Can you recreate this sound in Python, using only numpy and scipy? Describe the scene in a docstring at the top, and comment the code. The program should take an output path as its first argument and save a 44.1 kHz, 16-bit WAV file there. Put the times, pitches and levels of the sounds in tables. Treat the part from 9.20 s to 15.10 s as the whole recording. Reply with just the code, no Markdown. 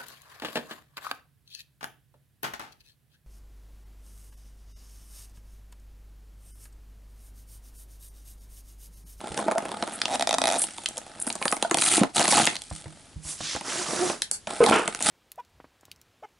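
"""At a table in a small room, close to a camera's stereo microphones, hands peel a plastic blister off its card.
The glue slips and snaps as struck modes and noise cracks; card fibres rip as shaped crackle in two long pulls.
The card lands with low thumps and slides over the mat as rough noise with a hum; the freed blister buckles as
resonant noise. A diffuse tail is the room, steady noise its background, and a limiter holds down the peaks."""
import sys
import numpy as np
from scipy import signal
from scipy.fft import rfft, irfft, next_fast_len
from scipy.io import wavfile
from scipy.ndimage import uniform_filter1d, minimum_filter1d, map_coordinates

SR = 44100
rng = np.random.default_rng(int(sys.argv[2]) if len(sys.argv) > 2 else 0)


def generate_wav(signal):
    """Clip the signal to [-1, 1] and save it as 16-bit WAV at the path in sys.argv[1]."""
    frames = np.transpose(np.atleast_2d(signal))
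    scaled = np.clip(frames, -1, 1) * 32767
    pcm = np.round(scaled).astype(np.int16)
    wavfile.write(sys.argv[1], SR, pcm)


N = 260190  # length in samples, 5.9 s
ONSET_DELAY_S = 0.0008  # each slip or snap sounds this long after its listed time


def amp(db):
    """Decibels to gain."""
    return 10 ** (np.asarray(db) / 20)


def unit(x):
    """Scaled to rms 1."""
    return x / np.sqrt(np.mean(x ** 2) + 1e-20)


def strike(x):
    """Scaled to the energy of one millisecond at level 1."""
    return x / np.sqrt(np.sum(x ** 2) * 1000 / SR)


def along(points, hz):
    """Value at hz between (Hz, value) points on a log frequency axis."""
    f, v = np.transpose(points)
    return np.interp(np.log(hz + 1), np.log(f + 1), v)


def gains(rows):
    """One gain per sample for each dB column, all but silent outside the rows."""
    s, *columns = np.transpose(rows)
    t = np.arange(N) / SR
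    return [amp(np.interp(t, s, db, left=-120, right=-120)) for db in columns]


def wobble(rate):
    """A smooth random curve, rate knots a second."""
    knots = rng.standard_normal(int(N * rate / SR) + 4)
    return map_coordinates(knots, [np.arange(N) * rate / SR])


def filtered(x, response):
    """x with its spectrum multiplied by a response of frequency in Hz."""
    m = next_fast_len(N + SR // 2)
    return irfft(rfft(x, m) * response(np.fft.rfftfreq(m, 1 / SR)), m)[..., :N]


def band(x, lo_hz, hi_hz):
    """Causal band-pass."""
    edges = [lo_hz, min(hi_hz, SR * .45)]
    return signal.sosfilt(signal.butter(2, edges, 'band', fs=SR, output='sos'), x)


def add(track, s, sound):
    """Lay a sound into a track at a time in seconds, cut at the track's end."""
    part = track[round(s * SR):][:len(sound)]
    part += sound[:len(part)]


def background():
    """Still room air and microphone hiss: noise shared by both microphones plus some of each one's own."""
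    # Each row: frequency in Hz, relative level in dB.
    air = [(25, -5), (60, 1.5), (200, -2), (500, -11.5), (1200, -15), (4000, -15), (10000, -16.5)]
    noise = rng.standard_normal(N) + 0.48 * rng.standard_normal((2, N))
    return amp(-53.5) * unit(filtered(noise, lambda hz: amp(along(air, hz))))


def crackle(rate, spread_db, hiss, life, colour_db):
    """Tiny fractures, rate a second, on a soft hiss: noise bursts of random size and colour at an even rms near 1."""
    sizes = amp(spread_db * np.clip(rng.standard_normal(N), -2, 2))
    power = (rng.random(N) < rate / SR) * sizes ** 2
    # life is the time in seconds in which a burst's power falls to 1/e
    power = signal.lfilter([1], [1, -np.exp(-1 / (life * SR))], power)
    x = np.sqrt(power / power.mean() + hiss ** 2) * rng.standard_normal(N)
    # Colour: smooth random patches over frequency and time
    z = signal.stft(x, nperseg=128)[2]
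    patches = uniform_filter1d(rng.standard_normal(z.shape), size=4, axis=0)
    patches = uniform_filter1d(patches, size=4, axis=1)
    x = signal.istft(z * amp(colour_db * unit(patches)), nperseg=128)[1][:N]
    return x / np.sqrt(np.abs(uniform_filter1d(x * x, size=1500)) + 1e-6)


def radiate(drive, spectrum, levels):
    """Friction or fracture sounds through card and plastic; low, middle and high parts follow their own gains."""
    # Three parts that meet at their edges. Each row: lower edge in Hz, upper edge in Hz.
    ranges = [(125, 1200), (1200, 6000), (6000, 12000)]

    def share(hz, lo, hi):
        return (hz / lo) ** 4 / np.sqrt((1 + (hz / lo) ** 8) * (1 + (hz / hi) ** 8))

    parts = [unit(filtered(drive, lambda hz: amp(along(spectrum, hz)) * share(hz, lo, hi)))
             for lo, hi in ranges]
    return np.sum(levels * parts, axis=0)


def effort(curves, wall_db):
    """Low, middle and high gains from the hands' strength; brightness tips them about the middle."""
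    t, levels = np.arange(N) / SR, np.zeros((3, N))
    for rows in curves:
        s, db, bright_db = np.transpose(rows)
        tilt = np.interp(t, s, bright_db)
        active = (t >= s[0]) * (t <= s[-1])
        balance = np.array([-tilt, np.full(N, wall_db), tilt])
        levels += active * amp(np.interp(t, s, db) + balance)
    return levels


def burst(t, lo_hz, hi_hz, t60):
    """Many close modes, as band-passed noise, swelling quickly and dying together."""
    envelope = amp(-60 * t / t60) * (1 - np.exp(-t / 0.00024))
    return strike(band(rng.standard_normal(len(t)) * envelope, lo_hz, hi_hz))


def crack(t, lo_hz, hi_hz, t60):
    """A fracture: one clean click, then a burst of splinters."""
    click = strike(band(signal.unit_impulse(len(t), 18), lo_hz, hi_hz))
    return strike(0.76 * click + burst(t, lo_hz, hi_hz, t60))


def crease(wall_db, shell_db, edge_db, hz):
    """A crease cracks at its edge, rings the wall around its own pitch and nudges the shell and its card."""
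    t = np.arange(SR // 16) / SR
    wall = burst(t, hz * .8, hz * 1.22, t60=.011) + .8 * crack(t, 1200, 5500, t60=.011)
    edge = crack(t, 6000, 12500, t60=.009)
    card = burst(t, 177, 393, t60=0.035)
    shell = burst(t, 550, 982, t60=0.04) + amp(-6.5) * card
    return amp(wall_db) * strike(wall) + amp(edge_db) * edge + amp(shell_db) * shell


def crinkles(levels, count, over_db, spread_db):
    """Small creases give way at random while the plastic is strained, the louder the harder the hands work."""
    middle_hz, spread_octaves = 2920, 0.34
    out, strained = np.zeros(N), np.flatnonzero(levels[1])
    # One random moment in each of count equal slices of the strained time
    places = (np.arange(count) + rng.random(count)) / count
    moments = strained[(places * len(strained)).astype(int)]
    draws = np.clip(rng.standard_normal((count, 2)), -2, 2)
    for i, (size, pitch) in zip(moments, draws):
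        shell_db, wall_db, edge_db = 20 * np.log10(levels[:, i]) + over_db + spread_db * size
        hz = middle_hz * 2 ** (spread_octaves * pitch)
        add(out, i / SR, crease(wall_db, shell_db, edge_db, hz))
    return out


def handling():
    """Fingers rub as soft crackle coloured by the pack, and the stressed plastic ticks as small creases."""
    # Fingers work the pack in separate stretches. Each row: time in seconds, strength in dB, brightness in dB.
    stretches = [
        [(0.0, -51, -4), (0.18, -39, -3.5), (0.32, -48.5, -8.5), (0.5, -46, -5.5), (0.95, -45, -0.5),
         (1.15, -57, -12.5), (1.33, -36.5, -0.5), (1.52, -50, 4), (1.93, -54, -2.5), (2.2, -50, 0),
         (2.55, -47, -0.5)],
        [(3.34, -55, 1), (3.49, -59, 9), (3.56, -50.5, 7), (3.68, -58, 0), (3.95, -64, 1)],
        [(5.275, -39.5, -4), (5.4, -43, 1.5), (5.5, -30, -5), (5.66, -45, -3), (5.78, -48.5, 2),
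         (5.9, -20, 3.5)],
    ]
    # The pack's colour. Each row: frequency in Hz, relative level in dB.
    pack_colour = [(59, -9), (100, 2.5), (160, -9.5), (199, 5), (482, -3), (623, 3), (853, 3.5),
                   (1020, -18.5), (1240, -0.5), (2830, -7), (3520, -7), (6340, -25), (9220, -17),
                   (11000, -29), (14300, -99), (22000, -120)]
    grip = effort(stretches, wall_db=-5)
    ticks = crackle(rate=220, spread_db=7.5, hiss=.6, life=.001, colour_db=2.5)
    return radiate(ticks, pack_colour, grip) + crinkles(grip, count=110, over_db=6, spread_db=5)


def ring(modes, t, scatter_db, detune):
    """Damped modes summed to peak 1; their levels and pitches scatter a little at each strike."""
    x = np.zeros(len(t))
    for k, (hz, db, t60) in enumerate(modes):
        decay = amp(db + scatter_db * rng.normal() - 60 * t / t60)
        pitch = hz * np.exp(detune * rng.normal())
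        x += (-1) ** k * decay * np.sin(2 * np.pi * pitch * t)
    return x / np.abs(x).max()


def thumps():
    """Card and hand land through the mat: a low push, the table top's ring and a dull noise tap."""
    # Each row: start in seconds, level of push and ring in dB, pitch of the push in Hz, level of the tap in dB.
    landings = [(0.105, -39, 75, -53), (3.512, -32.5, 84, -28.5), (3.658, -35, 117, -32.5),
                (3.96, -34.5, 74, -52), (4.049, -40.5, 68.4, -46), (4.205, -31.5, 150, -25.5),
                (4.35, -41, 80, -22.5)]
    # Table top modes. Each row: frequency in Hz, relative level in dB, decay by 60 dB in seconds.
    top_modes = [(106.5, -7, 0.14), (155.4, -6.5, 0.35), (195, -14, 0.33), (312.3, -14.5, 0.33)]
    out, t = np.zeros(N), np.arange(SR // 3) / SR
    for s, db, hz, tap_db in landings:
        low = ring([(hz, 0, .05), (hz * .7, -3, .08)], t, scatter_db=1.5, detune=.02)
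        top = ring(top_modes, t, scatter_db=3.0, detune=0.013)
        tap = burst(t, 120, 1100, t60=0.035)
        add(out, s, amp(db) * (low + amp(-0.5) * top) + amp(tap_db) * tap)
    return out


def tearing():
    """Card fibres break as dense crackle: short bright runs, then long coarse rips that crinkle the plastic."""
    # Short runs. Each row: start in seconds, length in seconds, level in dB.
    short_runs = [(0.162, 0.048, -43), (0.722, 0.047, -39.5), (1.378, 0.076, -24), (1.998, 0.0092, -30.5),
                  (2.009, 0.021, -29), (2.062, 0.046, -30.5), (2.202, 0.18, -36.5), (5.833, 0.04, -36)]
    # The two long pulls. Each row: time in seconds, strength in dB, brightness in dB.
    long_pulls = [
        [(2.575, -40, 0), (2.615, -33, 11), (2.70, -28.5, 4.5), (2.77, -28, 4), (2.80, -33.5, -1.5),
         (2.83, -41, -17), (2.92, -63, -9)],
        [(2.93, -70, 7), (2.96, -28.5, 3.5), (3.01, -28.5, -3.5), (3.075, -34.5, 0.5), (3.11, -31, 9.5),
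         (3.18, -24.5, -1.5), (3.29, -38, 0.5), (3.35, -47, -2)],
    ]
    # Colour of the tearing fibres. Each row: frequency in Hz, relative level in dB.
    fibre_colour = [(59, -27), (100, -5.5), (238, -4), (267, -3), (345, -0.5), (522, -21), (715, 0.5),
                    (1040, -24.5), (1260, -11.5), (1570, -19), (4200, -17.5), (5640, -23), (9400, -11.5),
                    (11000, -18.5), (14300, -57), (22000, -120)]
    runs, pull = np.zeros(N), effort(long_pulls, wall_db=2)
    for s, length, db in short_runs:
        add(runs, s, amp(db) * np.sqrt(signal.windows.tukey(round(length * SR), .5)))
    fine = crackle(rate=900, spread_db=4, hiss=.3, life=.0004, colour_db=2)
    coarse = crackle(rate=600, spread_db=4.5, hiss=.45, life=.0007, colour_db=3)
    bright = runs * unit(band(fine, 8350, 10500))
    rips = amp(-1.5) * radiate(coarse, fibre_colour, pull)
    return bright + rips + crinkles(pull, count=48, over_db=3, spread_db=5.5)


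def snaps():
    """The big creases give way one by one, each cracking its edge and ringing wall and shell."""
    # Each row: start in seconds, relative levels of wall, shell and edge in dB, pitch of the wall in Hz.
    creases = [(0.1745, -20, -25, -28, 3380), (0.1884, -27, -22, -35, 2550),
               (0.2813, -29, -15.5, -39, 1640), (0.3119, -19.5, -23.5, -32, 1500),
               (0.3184, -22.5, -21, -32.5, 1560), (0.3805, -20, -23.5, -23.5, 1750),
               (0.4524, -27, -29.5, -33.5, 1990), (0.5157, -25.5, -29.5, -34.5, 3700),
               (0.624, -17.5, -21, -31, 3820), (0.6744, -23, -28, -34, 1660), (0.8155, -9, -45, -26, 4470),
               (0.8545, -11, -30, -34, 3760), (1.4178, -21, -50, -16, 5450), (1.4381, -21, -32, -24, 3010),
               (1.5813, -26.5, -34, -37, 3420), (1.6586, -11, -59, -22, 3750),
               (1.6864, -42, -41, -24.5, 4230), (1.7699, -27.5, -40, -31, 3500),
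               (1.7784, -35, -37.5, -23, 3940), (2.0158, -40, -63, -37, 3670),
               (2.0667, -29, -32, -30, 4860), (2.0745, -24, -41, -40, 1560), (2.1011, -17, -30, -32, 3300),
               (2.1256, -38, -51, -25.5, 5280), (2.153, -29, -31.5, -26.5, 4010),
               (2.2142, -32, -26, -40, 1970), (2.2248, -15.5, -34, -30, 2240),
               (2.2538, -15, -20.5, -20, 1550), (2.2792, -12, -44, -28, 4000),
               (2.3144, -35, -52, -23, 5250), (2.3241, -11, -20, -19.5, 1460),
               (2.366, -26, -30.5, -29, 2420), (2.4245, -12.5, -20, -18, 3670),
               (2.5107, -9.5, -20, -15.5, 1610), (2.5431, -11.5, -18, -16, 2750),
               (2.5706, -18, -25, -18, 1900), (2.5845, -12, -49, -21, 4160),
               (2.6204, -12.5, -28.5, -19, 2930), (2.6614, -13, -36, -20, 3030),
               (2.6868, -9, -26, -9, 3180), (2.7774, -19, -17.5, -14, 3700), (2.833, -12, -18, -26, 1490),
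               (2.9657, -5.5, -17, -10, 3120), (2.9941, -16, -17, -15, 3070), (3.0532, -12, -26, -22, 2400),
               (3.0784, -5.5, -14.5, -8, 4000), (3.1118, -15, -34, -16, 4080), (3.1223, -7, -17, -17, 4380),
               (3.1722, -13, -19.5, -19, 2700), (3.1964, -15, -18.5, -29, 1730),
               (3.2534, -16, -48, -12, 3220), (3.2664, -13.5, -32, -19, 4160), (3.2715, 0, -16, -37, 2400),
               (3.3538, -20.5, -41, -30.5, 3690), (3.3648, -19, -45, -38, 4400),
               (3.4181, -27, -49, -31, 3570), (4.361, -23.5, -28, -32, 1510), (4.4094, -28, -32, -35, 2100),
               (4.8973, -20, -21, -44, 2470), (5.019, -7, -39, -16, 4300), (5.1123, -5.5, -29, -0.5, 5200),
               (5.2704, -22.5, -31, -53, 2850), (5.4385, -6.5, -16, -15, 2380), (5.462, -3, -12, -13, 4000),
               (5.4964, -9, -20, -15, 2530), (5.6765, -13, -24, -19.5, 1390), (5.7473, -20, -37, -25, 1670),
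               (5.8052, -24, -31, -29, 1820), (5.8242, -16, -33, -9, 3700)]
    wall_gain_db, shell_gain_db, edge_gain_db = -3, 5.5, 3.5  # how strongly each part answers
    out = np.zeros(N)
    for s, wall_db, shell_db, edge_db, hz in creases:
        sound = crease(wall_db + wall_gain_db, shell_db + shell_gain_db, edge_db + edge_gain_db, hz)
        add(out, s + ONSET_DELAY_S, sound)
    return out


def flexes():
    """A broad panel of the pack flips over: a few heavily damped swings with weaker overtones."""
    # Each row: start in seconds, relative level in dB, pitch in Hz.
    flips = [(0.262, -26.5, 310), (0.282, -17, 645), (0.286, -25, 570), (0.311, -21, 594),
             (0.358, -18.5, 640), (0.375, -18.5, 677), (1.775, -32, 554), (2.071, -27.5, 240),
             (2.448, -16, 678), (2.514, -23.5, 325), (2.778, -16.5, 315), (2.812, -11.5, 206),
             (2.816, -21, 523), (2.833, -20.5, 249), (3.011, -16.5, 700), (3.131, -15, 820),
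             (3.177, -12.5, 863), (5.405, -5, 478), (5.469, -11.5, 827)]
    out, t = np.zeros(N), np.arange(SR // 8) / SR
    for s, db, hz in flips:
        modes = [(hz, 0, .03), (hz * 1.368, -9, .025), (hz * 2.145, -9, .018)]  # Hz, dB, t60 in s
        swing = ring(modes, t, scatter_db=2.0, detune=0.0046)
        add(out, s, amp(db + 11.5) * swing * (1 - np.exp(-t / 0.0036)))
    return band(out, 160, 9900)


def chatter(count):
    """Time and dB of the small slips that unzip the seam: the gaps shrink steadily while the level glides."""
    # Each row: start in seconds, end in seconds, first gap in seconds, ratio of each gap to the one before,
    # first level in dB, last level in dB.
    unzips = [(0.8797, 0.981, 0.0092, 0.92, -27.5, -11), (1.2875, 1.371, 0.013, 0.9, -10.5, -19.5)]
    rows = []
    for start, end, gap, shrink, first_db, last_db in unzips:
        times = start + np.append(0, np.cumsum(gap * shrink ** np.arange(count)))
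        rows += [(s, np.interp(s, [start, end], [first_db, last_db])) for s in times if s < end]
    return rows


def slips():
    """The glue seam sticks, then slips: each slip cracks and plucks the same walls and shell."""
    # Loud slips. Each row: start in seconds, relative level in dB.
    loud_slips = [(0.9951, -13.5), (1.0085, -9.5), (1.0232, -8), (1.072, -7), (1.0914, -8.5), (1.1087, -8),
                  (1.1276, -10), (1.1404, -7.5), (1.145, -12), (1.1832, -5), (1.2164, -6), (1.2387, -5.5),
                  (1.2551, -8), (1.271, -3), (1.2784, -7)]
    # Wall modes at the seam. Each row: frequency in Hz, relative level in dB, decay by 60 dB in seconds.
    seam_modes = [(1300, -5.5, 0.014), (1950, -7.5, 0.022), (2490, -4.5, 0.02), (3750, 2.5, 0.011),
                  (5700, -1, 0.0048), (7420, -4, 0.013), (8500, -9, 0.015), (9270, -13, 0.015)]
    # Modes of the glued blister. 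Each row: frequency in Hz, relative level in dB, decay by 60 dB in seconds.
    shell_modes = [(253, -25, 0.11), (647, 1, 0.018), (780, 3.5, 0.011), (930, -5.5, 0.014)]
    wall_gain_db, shell_gain_db = -7, -11
    shell_follows = 0.51  # the shell's dB per dB of slip
    out, t = np.zeros(N), np.arange(SR // 16) / SR
    for s, db in list(loud_slips) + chatter(count=13):
        wall = strike(ring(seam_modes, t, scatter_db=0.5, detune=0.029))
        glue = crack(t, 1500, 12500, t60=.006)
        shell = strike(ring(shell_modes, t, scatter_db=0.5, detune=0.055))
        sound = amp(db + wall_gain_db) * strike(wall + 1.04 * glue)
        sound += amp(shell_follows * db + shell_gain_db) * shell
        add(out, s + ONSET_DELAY_S, sound)
    return out


def push(s, length):
    """Gain of one push of the card: it starts softly, gathers speed and stops."""
    attack_s, release_s, swell_db = 0.072, 0.041, 2.5
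    t = np.arange(N) / SR - s
    swell = amp(swell_db * (np.clip(t / length, 0, 1) - 1.5))
    return np.clip(t / attack_s, 0, 1) * swell * np.exp(-np.maximum(t - length, 0) / release_s)


def slide():
    """The card scrapes over the weave of the mat, hisses along its edge and briefly judders as a wavering hum."""
    # Pushes of the card. Each row: start in seconds, length in seconds, relative level of the scrape in dB,
    # its bass in dB, its treble in dB, relative level of the edge hiss in dB, pitch of the hiss in Hz.
    strokes = [(4.017, 0.10, -43.5, -7.5, 6.5, -34, 9700), (4.172, 0.17, -35, -13.5, -7.5, -35, 4440),
               (4.421, 0.2, -34.5, -0.5, -1, -46, 8000), (4.633, 0.27, -35.5, 4, 0.5, -41, 7500)]
    # Colour of the mat. Each row: frequency in Hz, relative level in dB.
    mat_colour = [(47, -32), (80, -13), (287, -10), (353, -8.5), (433, -13), (654, -9.5), (710, -10),
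                  (891, -12), (1400, -10), (1910, -7.5), (9330, -5.5), (11000, -8.5), (14300, -100),
                  (22000, -120)]
    # Strength of the hum. Each row: time in seconds, level in dB.
    hum_curve = [(4.54, -61), (4.60, -34.5), (4.68, -62), (4.75, -44), (4.83, -21), (4.87, -34.5),
                 (4.92, -41), (4.96, -47)]
    hiss_width = 1.48  # the edge hiss reaches this factor above and below its pitch
    weave = crackle(rate=570, spread_db=4.5, hiss=1.5, life=0.0012, colour_db=2.5)
    levels, hiss = np.zeros((3, N)), np.zeros(N)
    for s, length, db, bass_db, treble_db, hiss_db, hz in strokes:
        speed = push(s, length)
        levels += amp(db) * amp([[bass_db], [0], [treble_db]]) * speed
        edge = unit(band(rng.standard_normal(N), hz / hiss_width, hz * hiss_width))
        hiss += amp(hiss_db) * speed * edge
    hum_hz = 355 * (1 + 0.026 * wobble(70))
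    phase = 2 * np.pi * np.cumsum(hum_hz) / SR
    hum = unit(np.sin(phase) + 0.36 * np.sin(2 * phase)) * amp(1.4 * wobble(41))
    return amp(-1.0) * radiate(weave, mat_colour, levels) + hiss + gains(hum_curve)[0] * hum


def buckles():
    """The freed blister pops and shudders: noise through its cavity resonances and a crackling wall rattle."""
    # Each row: start in seconds, level of the boom in dB, level of the rattle in dB, decay by 60 dB in seconds.
    pops = [(5.404, -4.5, -23, 0.14), (5.519, -17, -16, 0.36)]
    # Resonances of the blister. Each row: frequency in Hz, width in Hz, relative level in dB.
    resonances = [(320, 250, 7.5), (448, 76, 17), (630, 72, -9), (840, 40, -5), (1066, 67, 0),
                  (1240, 75, -1.5), (1470, 150, -8)]
    # Colour of the rattling walls. Each row: frequency in Hz, relative level in dB.
    wall_colour = [(200, -25), (700, -7), (1400, -1), (2000, -11.5), (2600, -5), (3100, -10), (4000, -22),
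                   (10000, -30.5)]
    boom, shake, t = np.zeros(N), np.zeros(N), np.arange(SR // 2) / SR
    for s, db, rattle_db, t60 in pops:
        shudder = amp(-60 * t / t60) * (1 - np.exp(-t / 0.0031))
        add(boom, s, amp(db) * shudder)
        add(shake, s, amp(rattle_db) * shudder)

    def cavity(f):
        return sum(amp(db) / (1 + ((f - hz) / (width / 2)) ** 2) for hz, width, db in resonances)

    hollow = unit(band(filtered(rng.standard_normal(N), cavity), 210, 9000))
    rattle = crackle(rate=1100, spread_db=4, hiss=1.0, life=0.002, colour_db=2.5)
    rattle = unit(filtered(rattle, lambda f: amp(along(wall_colour, f))))
    return boom * hollow + shake * rattle


def room(x):
    """The small room's diffuse answer: a decaying noise tail, different at each microphone."""
    # Each row: frequency in Hz, decay by 60 dB in seconds.
    decays = [(150, 0.12), (1000, 0.18), (4000, 0.15), (10000, 0.13)]
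    hz, t, z = signal.stft(rng.standard_normal((2, SR // 2)), SR, nperseg=256)
    fade = amp(-60 * t / along(decays, hz)[:, None])
    tail = signal.istft(z * fade, SR, nperseg=256)[1]
    delayed = np.pad(x, (180, 0))[None]  # the answer starts 4 ms late
    return signal.fftconvolve(delayed, tail / np.linalg.norm(tail[0]), axes=1)[:, :N]


def scene():
    """The pack is just right of centre, the table sounds further to the right; room and background join."""
    pack = slips() + snaps() + flexes() + buckles() + tearing() + handling()
    table = slide() + thumps()
    # The pack's lean: (Hz, dB taken from the left and given to the right)
    lean = [(60, .3), (200, 0.28), (1000, 0.66), (6000, 0.2)]
    direct = filtered(pack, lambda hz: amp(along(lean, hz) * [[-1], [1]]))
    direct = direct + table * amp([[-1.2], [1.1]])
    return direct + amp(-10.5) * room(pack) + amp(-9.0) * room(table) + background()


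def limiter(x, ceiling, release_db):
    """The gain drops just ahead of each peak and recovers by release_db a second."""
    over_db = 20 * np.log10(np.maximum(np.abs(x).max(axis=0) / ceiling, 1))
    ramp = release_db * np.arange(N) / SR
    cut_db = np.maximum.accumulate(over_db + ramp) - ramp
    return x * uniform_filter1d(minimum_filter1d(amp(-cut_db), size=45), size=45)


def record(dry):
    """The recorder's fast limiter, then a steep low-pass at its band limit."""
    top_hz = 11100
    held = limiter(dry, ceiling=0.51, release_db=450)
    return filtered(held, lambda hz: 1 / np.sqrt(1 + (hz / top_hz) ** 170))


dry = scene()
out = record(dry)
generate_wav(out)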